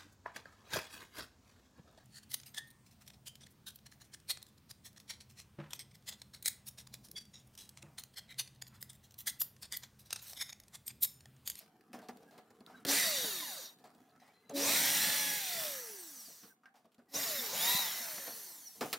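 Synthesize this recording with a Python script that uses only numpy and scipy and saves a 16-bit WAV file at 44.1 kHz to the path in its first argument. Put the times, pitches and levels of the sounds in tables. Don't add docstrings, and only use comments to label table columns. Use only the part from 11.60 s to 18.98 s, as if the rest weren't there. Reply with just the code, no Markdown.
import sys
import numpy as np
from scipy import signal
from scipy.fft import rfft, irfft, next_fast_len
from scipy.io import wavfile
from scipy.ndimage import uniform_filter1d

SR = 44100
rng = np.random.default_rng(int(sys.argv[2]) if len(sys.argv) > 2 else 0)


def store_pcm(level_fs):
    pcm = np.round(np.clip(level_fs, -1, 1) * 32767).astype(np.int16)
    wavfile.write(sys.argv[1], SR, np.atleast_2d(pcm).T)


def nominal_scale(level):
    x = np.asarray(level, float) / 20
    return 10 ** x


N = 325458


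def evened(x):
    return x / np.sqrt(np.mean(x ** 2) + 1e-20)


def read(points, hz):
    f, value = np.transpose(points)
    return np.interp(np.log(hz + 1), np.log(f + 1), value)


def add(mix, s, sound):
    part = mix[..., round(s * SR):][..., :sound.shape[-1]]
    part += sound[..., :part.shape[-1]]


def span(rows):
    t = np.arange(rows[0][0], rows[-1][0], 1 / SR)
    return t, np.interp(t, *np.transpose(rows))


def wander(size, smooth):
    return evened(uniform_filter1d(rng.standard_normal(size), max(int(smooth), 1)))


def bumps(peaks, hz):
    return 1 + sum(nominal_scale(db) ** 2 / (1 + (2 * (hz - f) / width) ** 2) for f, width, db in peaks)


def split(x, colour, peaks, edges_hz):
    size = next_fast_len(len(x), real=True)
    hz = np.fft.rfftfreq(size, 1 / SR)
    z = rfft(x, size) * nominal_scale(read(colour, hz)) * np.sqrt(bumps(peaks, hz))
    below = [0 * hz] + [1 / (1 + (hz / e) ** 8) for e in edges_hz] + [1 + 0 * hz]
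    return [evened(irfft(z * np.sqrt(b - a), size)[:len(x)]) for a, b in zip(below, below[1:])]


def crackle(size, per_s, spread_db, share):
    struck = rng.random(size) < per_s / SR
    clicks = nominal_scale(spread_db * np.minimum(rng.exponential(1, size), 3.2)) * struck
    share = np.clip(share, 0, 1)
    smooth = np.sqrt(1 - share) * rng.standard_normal(size)
    return smooth + np.sqrt(share) * evened(clicks * rng.standard_normal(size))


def mottle(x, patchy_db):
    z = signal.stft(x, nperseg=1024)[2]
    streaks = uniform_filter1d(rng.standard_normal(z.shape), size=4, axis=0)
    streaks = uniform_filter1d(streaks, size=9, axis=1)
    return evened(signal.istft(z * nominal_scale(patchy_db * evened(streaks)), nperseg=1024)[1][:len(x)])


# t/s, length/s, start
# f/Hz, end f/Hz, level/dB
SQUEAKS = [(1.14, 0.025, 1560, 1560, -56.5), (2.682, 0.039, 2290, 2280, -72), (2.746, .07, 1960, 2030, -77),
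           (2.827, .04, 2050, 2050, -74), (2.506, 0.1, 1270, 1340, -74), (2.592, 0.059, 4040, 3950, -73),
           (2.726, 0.11, 4120, 4080, -76), (2.832, 0.14, 4000, 4030, -75), (4.895, 0.038, 1620, 1500, -66),
           (5.035, 0.12, 770, 790, -76), (1.885, .03, 6000, 5700, -58), (1.15, .05, 3900, 3900, -68),
           (.67, 0.047, 1650, 1600, -68.5), (5.55, 0.19, 450, 450, -57.5), (5.767, 0.08, 244, 230, -53),
           (6.147, 0.086, 628, 570, -59), (5.472, .04, 1950, 1900, -76)]


def squeaks():
    out = np.zeros(N)
    for s, length, start_hz, end_hz, db in SQUEAKS:
        hz = np.linspace(start_hz, end_hz, round(length * SR))
        whistle = np.sin(2 * np.pi * np.cumsum(hz) / SR) * signal.windows.tukey(len(hz), .5)
        add(out, s, nominal_scale(db + 3.0 * wander(len(hz), smooth=210)) * whistle)
    return out


# t/s, level/dB
RUSTLE = [
    [(0.0, -67), (0.326, -68.5), (0.55, -62), (0.856, -67), (1.082, -65), (1.25, -61)],
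    [(2.1, -70), (2.35, -68.5), (2.628, -72), (2.92, -70)],
    [(4.6, -89), (4.902, -75), (5.158, -81), (5.52, -73.5)],
    [(7.15, -71.5), (7.26, -53), (7.38, -64)],
]
# middle level/dB, high level/dB against the rub
RUB_TILT = [(-13, -13.5), (-9.5, -9.5), (-11, -12), (-22, 3)]
# f/Hz, level/dB per Hz
RUSTLE_COLOUR = [(24, -66), (40, -24.5), (236, -17), (453, -20.5), (582, -22), (728, -15.5), (983, -18.5),
                 (1580, -14.5), (1840, -19), (4520, -20.5), (15800, -21.5)]
# f/Hz, width/Hz, level/dB
PLATE = [(224, 130, 21.5), (450, 43, 21), (735, 50, 14.5), (1240, 190, 6.5), (1700, 87, 4.5)]


def rustle():
    out = np.zeros(N)
    for rows, (middle_db, high_db) in zip(RUSTLE, RUB_TILT):
        t, rub_db = span(rows)
        levels_db = (rub_db, rub_db + middle_db, rub_db + high_db)
        rub = mottle(crackle(len(t), per_s=1600.0, spread_db=3.5, share=0.45), patchy_db=3)
        bands = split(rub, RUSTLE_COLOUR, PLATE, (1000, 3000))
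        strokes = [nominal_scale(db + 1.1 * wander(len(t), smooth=1100)) * b for db, b in zip(levels_db, bands)]
        add(out, t[0], sum(strokes) * signal.windows.tukey(len(t), .04))
    return out


# t/s, peak level/dB, decay/s, f/Hz
PINGS = [(0.342, -44.5, 0.17, 237), (.332, -48, .02, 2600), (.332, -55, .015, 5170),
         (.354, -62, .012, 6000), (.369, -62, .012, 5000), (.486, -48, .02, 4500), (.487, -52, .02, 2700),
         (.904, -62, .015, 7000), (1.006, -60, .015, 4200), (1.098, -56, .1, 735), (2.24, -54, 0.13, 735),
         (2.618, -60, .1, 733), (2.911, -58, .012, 8000), (2.896, -46, .01, 11000), (6.4, -53, 0.16, 235),
         (.343, -52, .1, 688), (0.489, -45.5, 0.18, 242), (.49, -49, 0.068, 450), (0.584, -68, .012, 3500),
         (.709, -58, 0.089, 714), (0.905, -62, .02, 1800), (1.007, -53.5, 0.098, 240),
         (1.285, -34, 0.051, 5970), (2.257, -64, .015, 7500), (2.274, -60, .015, 7800),
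         (2.35, -64, 0.014, 7800), (2.496, -64, 0.014, 4500), (2.512, -65, 0.013, 4200),
         (2.603, -63, .02, 6000), (2.668, -67, 0.014, 8500), (2.897, -39.5, 0.0079, 6460),
         (3.951, -54.5, 0.19, 199), (4.009, -55, 0.095, 172), (4.674, -61, .15, 240),
         (4.676, -62, .012, 2500), (4.828, -64, 0.13, 239), (5.034, -65, 0.071, 1230),
         (5.035, -62, .07, 1510), (5.057, -52.5, 0.067, 1580), (5.057, -60, 0.033, 2180),
         (5.057, -59.5, 0.022, 2780), (5.255, -60.5, .02, 1100), (5.058, -61.5, 0.011, 5500),
         (5.246, -62, 0.18, 659), (5.246, -66, .2, 228), (5.383, -54.5, 0.17, 238.5),
         (5.382, -70.5, 0.009, 4480), (5.345, -66.5, .015, 7000), (6.148, -32, 0.039, 186),
         (7.329, -40, 0.017, 5100)]


def pings():
    out, t = np.zeros(N), np.arange(8192) / SR
    for s, db, t60, hz in PINGS:
        add(out, s, nominal_scale(db - 60 * t / max(t60, .005)) * np.sin(2 * np.pi * hz * t))
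    return out


# t/s, peak level/dB, decay/s, ring f/Hz
RINGS = [(0.33, -30, 0.26, 686), (0.417, -39.5, 0.32, 760), (0.485, -28.5, 0.13, 735),
         (0.708, -44.5, 0.59, 730), (0.778, -35.5, 0.13, 764), (1.066, -44, 1, 1340),
         (2.24, -38.5, 0.26, 740), (2.514, -76, 0.14, 1380), (2.676, -44, 0.15, 750),
         (6.137, -39, 0.061, 1000), (6.578, -27.5, 0.066, 1890), (6.671, -28.5, 0.18, 660),
         (7.208, -15.5, 0.21, 630)]
THUDS = [(0.392, -42, 0.13, 1580), (0.616, -53, 0.47, 680), (0.904, -44, 0.086, 805),
         (1.005, -41.5, 0.056, 810), (1.639, -30, 0.084, 700), (1.886, -48, .06, 600),
         (1.931, -52, 0.24, 725), (2.559, -51, 0.094, 1340), (6.145, -42, 0.034, 400),
         (2.893, -34.5, 0.28, 666), (4.675, -50, 0.17, 620), (5.244, -54, 0.18, 682),
         (5.381, -51.5, 0.19, 595)]
TICKS = [(0.002, -45.5, 0.26, 674), (0.208, -56, 0.05, 1860), (0.57, -49.5, 0.038, 760),
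         (0.06, -55, .03, 1500), (0.077, -57, 0.036, 1500), (0.355, -64, .03, 1500), (0.37, -60, .03, 1500),
         (0.388, -46, 0.027, 1500), (1.063, -42.5, 0.0086, 3840), (2.505, -67, .03, 1400),
         (5.09, -72, .03, 1400), (2.598, -57.5, 0.93, 1920), (4.008, -32, 0.03, 6000),
         (4.047, -29.5, 0.036, 5950), (5.318, -63, 0.16, 850), (5.344, -58, 0.064, 855),
         (5.155, -58, 0.38, 740), (7.328, -19.5, 0.12, 1260)]
SLAPS = [(1.249, -22.5, 0.063, 1650), (2.186, -55, 0.21, 770), (2.348, -55.5, 0.069, 678),
         (4.83, -46, 0.18, 1280), (4.703, -50, 0.052, 600), (4.3, -56, 0.11, 870),
         (5.255, -59.5, 0.059, 1100), (0.71, -54, .05, 700), (0.63, -53, .04, 900)]
CHIMES = [(1.096, -37, 0.17, 729), (2.617, -44, 0.3, 735), (4.0, -31, .55, 1250), (5.034, -45, 0.12, 1300),
          (5.057, -40, 0.15, 1590), (5.14, -44, 0.3, 740), (5.39, -46, .12, 1500)]
# thud level/dB, tick level/dB against the peak
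KINDS = [(-15, -20.5), (-3.5, -19.5), (-23, -7), (-2.5, -9.5), (-56, -28.5)]


def knocks():
    out, t = np.zeros(N), np.arange(8192) / SR
    tables = (RINGS, THUDS, TICKS, SLAPS, CHIMES)
    rows = [(*row, *kind) for table, kind in zip(tables, KINDS) for row in table]
    colour = [(60, -32.5), (200, -21.5), (3000, -21.0), (15000, -24.0)]  # f/Hz, level/dB
    edges_hz = rng.uniform(3300, 5530, len(rows))
    slow, quick = 1 - np.exp(-t / .004), 1 - np.exp(-t / .0012)
    for (s, db, t60, hz, thud_db, tick_db), edge_hz in zip(rows, edges_hz):
        spot = PLATE + [(hz, 220, 21 - 0.6 * max(db + 39, 0)), (edge_hz, 900, 8)]
        thud, ring, tick = split(rng.standard_normal(len(t)), colour, spot, (600, 2200))
        after = np.maximum(t / max(t60, .01) - .06, 0)
        blow = nominal_scale(thud_db - 60 * after) * slow * thud + nominal_scale(-12.0 - 60 * after) * quick * ring
        snap = nominal_scale(-60 * t / 0.0093) + nominal_scale(-4.0 - 96 * after)
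        add(out, s + .001, nominal_scale(db - 10.5) * (blow + nominal_scale(tick_db + 6.0) * snap * tick))
    return out


# t/s, rotor f/Hz
SPEED = [
    [(1.27, 320), (1.307, 485), (1.344, 678), (1.38, 769), (1.472, 658), (1.6, 510), (1.728, 387),
     (1.92, 218), (2.14, 28)],
    [(2.94, 270), (3.04, 497), (3.098, 627), (3.162, 716), (3.226, 776), (3.354, 837), (3.546, 862),
     (3.77, 832), (3.802, 805)],
    [(5.53, 340), (5.562, 505), (5.595, 665), (5.624, 730), (5.65, 700), (5.752, 579)],
    [(5.914, 372), (5.965, 725), (6.008, 855), (6.072, 945), (6.175, 1018), (6.264, 873), (6.328, 791),
     (6.392, 726), (6.648, 526)],
]
# first turn t/s, last turn t/s
RUNS = [(1.27, 2.14), (2.94, 4.94), (5.53, 7.38)]
FRICTION_HZ_PER_S, FAN_DRAG_PER_S, STALL_HZ = 555, .31, 25


def speed(t):
    rows = np.concatenate(SPEED)
    hz, rest = np.interp(t, *rows.T), FRICTION_HZ_PER_S / FAN_DRAG_PER_S
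    for (last_s, last_hz), (_, stop_s) in zip((SPEED[0][-1], SPEED[1][-1], SPEED[3][-1]), RUNS):
        free = (last_hz + rest) * np.exp(-FAN_DRAG_PER_S * (t - last_s)) - rest
        coasting = (t > last_s) & (t < stop_s + .1)
        hz = np.where(coasting, np.maximum(free, STALL_HZ), hz)
    return uniform_filter1d(hz, size=1200)


# pressed t/s, released t/s, hum level/dB, octave level/dB
SQUEEZES = [
    (1.237, 1.36, -31.5, -38),
    (2.899, 3.731, -35, -37),
    (5.501, 5.626, -41.5, -45.5),
    (5.911, 6.143, -79, -54),
]
HUM_HZ = 280
UNLOADED_HZ, SLIP_DB = 934, 24.5
PULL_S, PULL_DB, DROP_DB_PER_S = 0.054, -23, 429.5


def hum():
    out = np.zeros(N)
    for pressed, released, db, octave_db in SQUEEZES:
        t = np.arange(pressed, released + 0.023, 1 / SR)
        current_db = SLIP_DB * np.log10(np.clip(1 - speed(t + 0.022) / UNLOADED_HZ, .05, 1))
        current_db += PULL_DB * np.clip(1 - (t - pressed) / PULL_S, 0, 1)
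        current_db -= DROP_DB_PER_S * np.maximum(t - released, 0)
        pull = nominal_scale(db) * np.sin(2 * np.pi * HUM_HZ * t) + nominal_scale(octave_db) * np.sin(4 * np.pi * HUM_HZ * t)
        add(out, t[0], np.sqrt(2) * nominal_scale(current_db) * pull * np.minimum((t - pressed) / 0.042, 1))
    return out


# pressed t/s, lifted t/s, scrape level/dB, beat level/dB
BITE = [(1.537, 1.57, -77, -100), (3.282, 3.773, -62, -85), (3.943, 4.01, -69, -89.5),
        (6.03, 6.237, -63, -54.5)]
BITE_DB_PER_S, CLEAR_DB = 181, -91


def bite(t):
    presses = []
    for pressed, lifted, *level in BITE:
        away_s = np.maximum(np.maximum(pressed - t, t - lifted), 0)
        presses.append(np.array(level)[:, None] - BITE_DB_PER_S * away_s)
    return np.maximum(np.max(presses, axis=0), CLEAR_DB)


COMB_DB, COMB_FADE_DB, COMB_SPREAD_DB = -5.5, -5, 4


def worn_bars(turn, hz):
    draws, comb = rng.standard_normal((56, 2)), np.zeros(len(hz))
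    for k, (a, b) in enumerate(draws, 12):
        heard = k * hz < 15800
        comb[heard] += nominal_scale(COMB_SPREAD_DB * a) * np.sin(k * turn[heard] + 3 * b)
    return nominal_scale(COMB_DB + COMB_FADE_DB * np.log2(np.maximum(hz, 200) / 300)) * comb / 7


# t/s, level/dB
ROAR = [
    [(1.262, -47), (1.28, -45), (1.29, -37), (1.306, -36.5), (1.394, -40), (1.75, -46.5), (2.06, -54),
     (2.15, -73)],
    [(2.93, -67.5), (2.97, -43.5), (3.1, -38), (3.73, -46), (3.8, -48.5), (4.02, -47.5), (4.14, -51.5),
     (4.35, -59.5), (4.64, -62), (4.89, -70.5), (4.96, -91)],
    [(5.48, -84), (5.532, -60), (5.543, -45.5), (5.56, -43), (5.9, -45), (6.098, -39), (6.394, -48),
     (6.782, -54), (6.95, -59), (7.1, -64.5), (7.2, -65.5)],
]
# f/Hz, level/dB per Hz
ROAR_COLOUR = [(47, -50.5), (95, 7.5), (276, -12), (385, -16), (548, -12.5), (1270, -11), (1890, -10),
               (3840, 1.5), (7290, 1.5), (13200, -4.5), (15800, 0)]
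# f/Hz, width/Hz, level/dB
TILTED = [
    [(1850, 400, 16.5), (3770, 120, 19.5), (4460, 670, 13), (5750, 250, 15.5), (6700, 290, 13.5),
     (9490, 450, 9.5), (13200, 1800, 20)],
    [(1760, 470, 25), (4450, 500, 11.5), (5770, 560, 18.5), (6700, 270, 8), (8200, 390, 12.5),
     (10200, 400, 5), (12900, 2200, 11.5)],
    [(1860, 330, 21), (4380, 140, 20), (5980, 800, 19), (9500, 710, 21.5), (11460, 330, 30),
     (12700, 970, 27), (13900, 1200, 29)],
]
# half tilted t/s, length of the move/s
TILT = [(1.52, 0.26), (4.15, 0.18), (6.42, 0.29)]
# level/dB an octave of speed, level/dB under full strain, level/dB at 600 Hz in run 1, 2, 3
BANDS = [(-0.4, 5.5, -19.5, -17.5, -19.5), (2, -8.5, -17.5, -19, -13.5), (8, -1, 0, -2.5, -8.5),
         (7.5, 2.5, -0.5, -3, -6), (-1, -8, -7, 4, -3)]
SPINDLE = .1035
STRAIN_HZ_PER_S = 2300


def roar(run, rows, housing, t_turns, turns):
    t, db = span(rows)
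    hz = speed(np.maximum(t, t_turns[0]))
    strain = np.clip(np.gradient(hz) * SR / STRAIN_HZ_PER_S, 0, 1)
    strain = uniform_filter1d(strain, size=3000, mode="nearest")
    rumble_db, gear_db, housing_db, hiss_db, fizz_db = (
        rise * np.log2(hz / 600) + push * strain + dbs[run] for rise, push, *dbs in BANDS)
    turn = 2 * np.pi * np.interp(t, t_turns, turns)
    throb = (1 + 0.15 * np.cos(turn)) * (1 + 0.041 * np.cos(SPINDLE * turn))
    throb = throb * nominal_scale(0.38 * wander(len(t), smooth=580))
    air = mottle(crackle(len(t), per_s=4000., spread_db=2.2, share=0.15), patchy_db=2.6)
    source = throb * air + worn_bars(turn, hz)
    edges_hz = (220, 900, 1450, 3000, 8000, 11000)
    facing = split(source, ROAR_COLOUR, housing, edges_hz)
    away = split(source, ROAR_COLOUR, TILTED[run], edges_hz)
    middle_s, move_s = TILT[run]
    tilt = np.clip(.5 + (t - middle_s) / move_s, 0, 1)
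    bands = [(1 - tilt) * a + tilt * b for a, b in zip(facing, away)]
    pressed_db = .35 * (bite(t)[0] + 65)
    levels_db = (rumble_db - 13.5 + pressed_db, rumble_db + 8.5, gear_db, housing_db, 0, hiss_db, fizz_db)
    mix = sum(nominal_scale(db + d) * b for d, b in zip(levels_db, bands))
    return t[0], mix * signal.windows.tukey(len(t), .015)


# level/dB an octave of speed, level/dB at 800 Hz in squeeze 1, 2, 3, 4
DRIVEN = [(-5, -55, -52, -55, -48), (6, -55, -49, -64, -54), (16, -53, -49.5, -57, -44),
          (-1.5, -46.5, -49.5, -56, -53), (9, -57, -57, -58, -67), (.1, -60, -72, -73, -73),
          (6, -55, -58, -55, -57)]
# level/dB an octave of speed, level/dB at 500 Hz after squeeze 1, 2, 3, 4
COASTING = [(14, -52.5, -55.5, -57, -66), (14, -70, -74, -65, -74), (19, -60, -82, -64, -71),
            (7, -51, -66, -68, -72), (6, -47.5, -56.5, -64, -58), (7, -52, -59, -73, -65),
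            (5, -53, -79, -59, -81)]
LEAN = [13, 9, -9, 30, 0, 0, 0]
LET_GO_S, HUSH_HZ, HUSH_DB = .11, 170, -26


def strengths(t, hz):
    pressed, released = np.transpose(SQUEEZES)[:2]
    which = np.searchsorted(pressed, t) - 1
    power = np.exp(-np.maximum(t - released[which], 0) / LET_GO_S)
    on, off = np.array(DRIVEN), np.array(COASTING)
    on_db = (on[:, :1] + np.outer(LEAN, which == 3)) * np.log2(hz / 800) + on[:, 1 + which]
    off_db = off[:, :1] * np.log2(hz / 500) + off[:, 1 + which]
    db = uniform_filter1d(power * on_db + (1 - power) * off_db, size=2000, axis=1)
    return db + HUSH_DB * np.clip(1 - hz / HUSH_HZ, 0, 1)


# multiple of the rotor, level/dB
MESH = [(4, 0), (20, -12), (6, -14)]
# multiple of the rotor, level/dB
BARS = [(24, 0), (25, -13), (30, -11), (33, -6), (35, -10), (36, -7), (40, -11), (42, -11), (60, -12),
        (72, -12)]
# multiple of the rotor, level/dB
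BALLS = [(3.455, -3), (6.91, 0), (10.365, -1), (17, -5), (8, -3), (16, -5), (28, -8)]
# f/Hz, level/dB
CASE = [(450, 0), (640, 3), (720, -6), (760, -8), (790, -5), (815, -11), (850, -2), (930, 0)]
# f/Hz, level/dB
VENT = [(450, 2), (700, 4), (1000, 0), (2500, -8), (3300, -2), (3750, 2), (5200, -1), (5900, 6), (6700, -2),
        (11000, 0)]
BEAT = 1 - 2 * SPINDLE
CASE_SHARE = .15
SPIN_UP_HUSH_DB, SPIN_UP_HZ_PER_S = -3, 2800
SHRIEK_HZ, SHRIEK_WIDTH_HZ, SHRIEK_DB = 6300, 1500, [-38, -44, -46, -49]


def tones(start, stop, housing, end_hz):
    t = np.arange(start, stop, 1 / SR)
    hz = speed(t)
    turns = np.cumsum(hz) / SR
    rotor_db, twice_db, mesh_db, slot_db, bar_db, octave_db, ball_db = strengths(t, hz)
    scrape_db, beat_db = bite(t)
    # multiple of the rotor, level/dB
    family = [(1, rotor_db + read(CASE, hz)), (2, twice_db), (12, slot_db)]
    family += [(48, octave_db), (96, octave_db + 5)]
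    family += [(SPINDLE, scrape_db - 14.5), (2 * SPINDLE, scrape_db), (BEAT, beat_db)]
    family += [(k * SPINDLE, scrape_db - 4.5) for k in (5, 6, 7)]
    for table, level_db in ((MESH, mesh_db), (BARS, bar_db), (BALLS, ball_db)):
        family += [(k, level_db + db) for k, db in table]
    squeeze = np.searchsorted(np.transpose(SQUEEZES)[0], t) - 1
    detune = (12 * hz - SHRIEK_HZ) / SHRIEK_WIDTH_HZ
    slowing = np.gradient(hz) <= 0
    family += [(12, np.take(SHRIEK_DB, squeeze) - 10 * detune ** 2 - 60 * slowing)]
    climb = uniform_filter1d(np.gradient(hz), size=1000) * SR / SPIN_UP_HZ_PER_S
    climb = np.clip(climb, 0, 1) ** 4
    out, grid_hz = np.zeros(len(t)), np.arange(0, 16000, 20.)
    shell_db = CASE_SHARE * 10 * np.log10(bumps(housing, grid_hz) / 8) + read(VENT, grid_hz)
    for k, db in family:
        depth_db = 1.7 if k < 2 else 1.05 * np.log(2 + k) + 2.5 * (k % 1 > 0)
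        flutter_db = depth_db * wander(len(t), smooth=650)
        slip = 0.013 * np.sqrt(k) * wander(len(t), smooth=200)
        floor_hz = max(end_hz, 7500 * (k > 24) + 2500 * (k == 33))
        fade_db = -9 * (k > 20) * np.clip((floor_hz - k * hz) / 700, 0, 2)
        lift_db = (np.interp(k * hz, grid_hz, shell_db) + SPIN_UP_HUSH_DB * climb) * (k > 2)
        sine = np.sin(2 * np.pi * (k * turns + slip)) * (k * hz < 15800)
        out += nominal_scale(db + flutter_db + fade_db + lift_db) * sine
    return t, np.sqrt(2) * out * signal.windows.tukey(len(t), .03), turns


# f/Hz, width/Hz, level/dB
HOUSING = [
    [(1890, 300, 14), (3700, 81, 2.5), (4470, 700, 7.5), (5560, 640, 7.5), (9140, 430, -2),
     (13400, 2100, 13.5)],
    [(1960, 410, 18), (4020, 1500, 10), (5710, 520, 10), (8430, 320, 6), (10080, 410, -20.5),
     (13300, 1760, 10.5)],
    [(2010, 460, 27), (3810, 380, 22), (5380, 670, 24), (6750, 130, 25), (12230, 810, 33),
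     (14600, 1440, 32.5)],
]
PAN_DB = [-1.5, -1, -0.5]
WHINE_END_HZ = [8800, 4700, 5400]


def drill():
    out = np.zeros((2, N))
    for run, (rows, housing, pan_db) in enumerate(zip(ROAR, HOUSING, PAN_DB)):
        t, lines, turns = tones(*RUNS[run], housing, WHINE_END_HZ[run])
        s, noise = roar(run, rows, housing, t, turns)
        place = nominal_scale([[pan_db / 2], [-pan_db / 2]])
        add(out, s, noise * place)
        add(out, t[0], lines * place)
    return out


# f/Hz, side against mid level/dB
WIDTH = [(60, -15.5), (130, -13), (290, -19), (640, -17.5), (1410, -10.5), (3100, -9.5), (7200, -6.5),
         (15000, -7.5)]


def scene():
    near = drill() + hum() + rustle() + knocks() + squeaks() + pings()
    t = np.arange(8192) / SR
    echoes = rng.standard_normal(len(t)) * nominal_scale(-60 * t / .3)
    width = nominal_scale(read(WIDTH, np.fft.rfftfreq(len(t), 1 / SR)))
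    echoes = irfft(rfft(echoes / np.linalg.norm(echoes)) * width)
    side = signal.oaconvolve(near.mean(0), echoes)[:N]
    own_hiss = nominal_scale(-93) * rng.standard_normal((2, N))
    return near + side * np.array([[1], [-1]]) + own_hiss


# f/Hz, share of time kept wide in loud, middling, quiet sound
KEPT_WIDE = [(150, .25, .08, .4), (500, .5, .2, .8), (900, .85, .3, .95), (2400, .85, .25, .97),
             (3300, .5, .45, .97), (4400, .4, .3, .9), (4800, .03, .03, .2), (5900, .03, .03, .2),
             (6500, .97, .85, 1), (8800, .92, .8, 1), (9700, .15, .1, .95), (12300, .2, .1, .95),
             (13200, .9, .7, .95), (15500, .55, .5, .6)]
LOUD_DB, STANDS_OUT_DB = [-58, -45], 7


def fold(x):
    mid, side = (x[0] + x[1]) / 2, (x[0] - x[1]) / 2
    hz, t, z = signal.stft(side, SR, window="cosine", nperseg=2048, noverlap=1024)
    band = np.unique((9 * np.log(1 + hz / 500)).astype(int), return_inverse=True)[1]
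    count = np.bincount(band)
    centre_hz = np.bincount(band, hz) / count
    power = np.add.reduceat(abs(z) ** 2, np.cumsum(count) - count) / count[:, None]
    power_db = 10 * np.log10(power + 1e-20)
    above_db = power_db - uniform_filter1d(power_db, size=5, axis=0)
    stands_out = (above_db > STANDS_OUT_DB) & (centre_hz[:, None] > 300)
    mid_power = uniform_filter1d(mid ** 2, size=4096)[np.minimum(t * SR, N - 1).astype(int)]
    loud = np.searchsorted(nominal_scale(LOUD_DB) ** 2, mid_power)
    f, *shares = np.transpose(KEPT_WIDE)
    share = np.array([np.interp(centre_hz, f, s) for s in shares[::-1]])[loud].T
    luck = uniform_filter1d(rng.standard_normal(share.shape), size=4, axis=1)
    luck = uniform_filter1d(luck, size=2, axis=0)
    kept = (luck.argsort(1).argsort(1) < share * len(t)) | stands_out
    side = signal.istft(z * kept[band], window="cosine", nperseg=2048, noverlap=1024)[1][:N]
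    return np.array([mid + side, mid - side])


def band_limit(x):
    return signal.sosfilt(signal.butter(12, 16830, fs=SR, output="sos"), x)


def record(dry):
    bass_cut = signal.sosfilt(signal.butter(2, 105, "high", fs=SR, output="sos"), dry)
    top_cut = signal.firwin(255, 15900, window=("kaiser", 8), fs=SR)
    mix = fold(signal.oaconvolve(bass_cut, top_cut[None], "same"))
    return band_limit(mix)


dry = scene()
out = record(dry)
store_pcm(out)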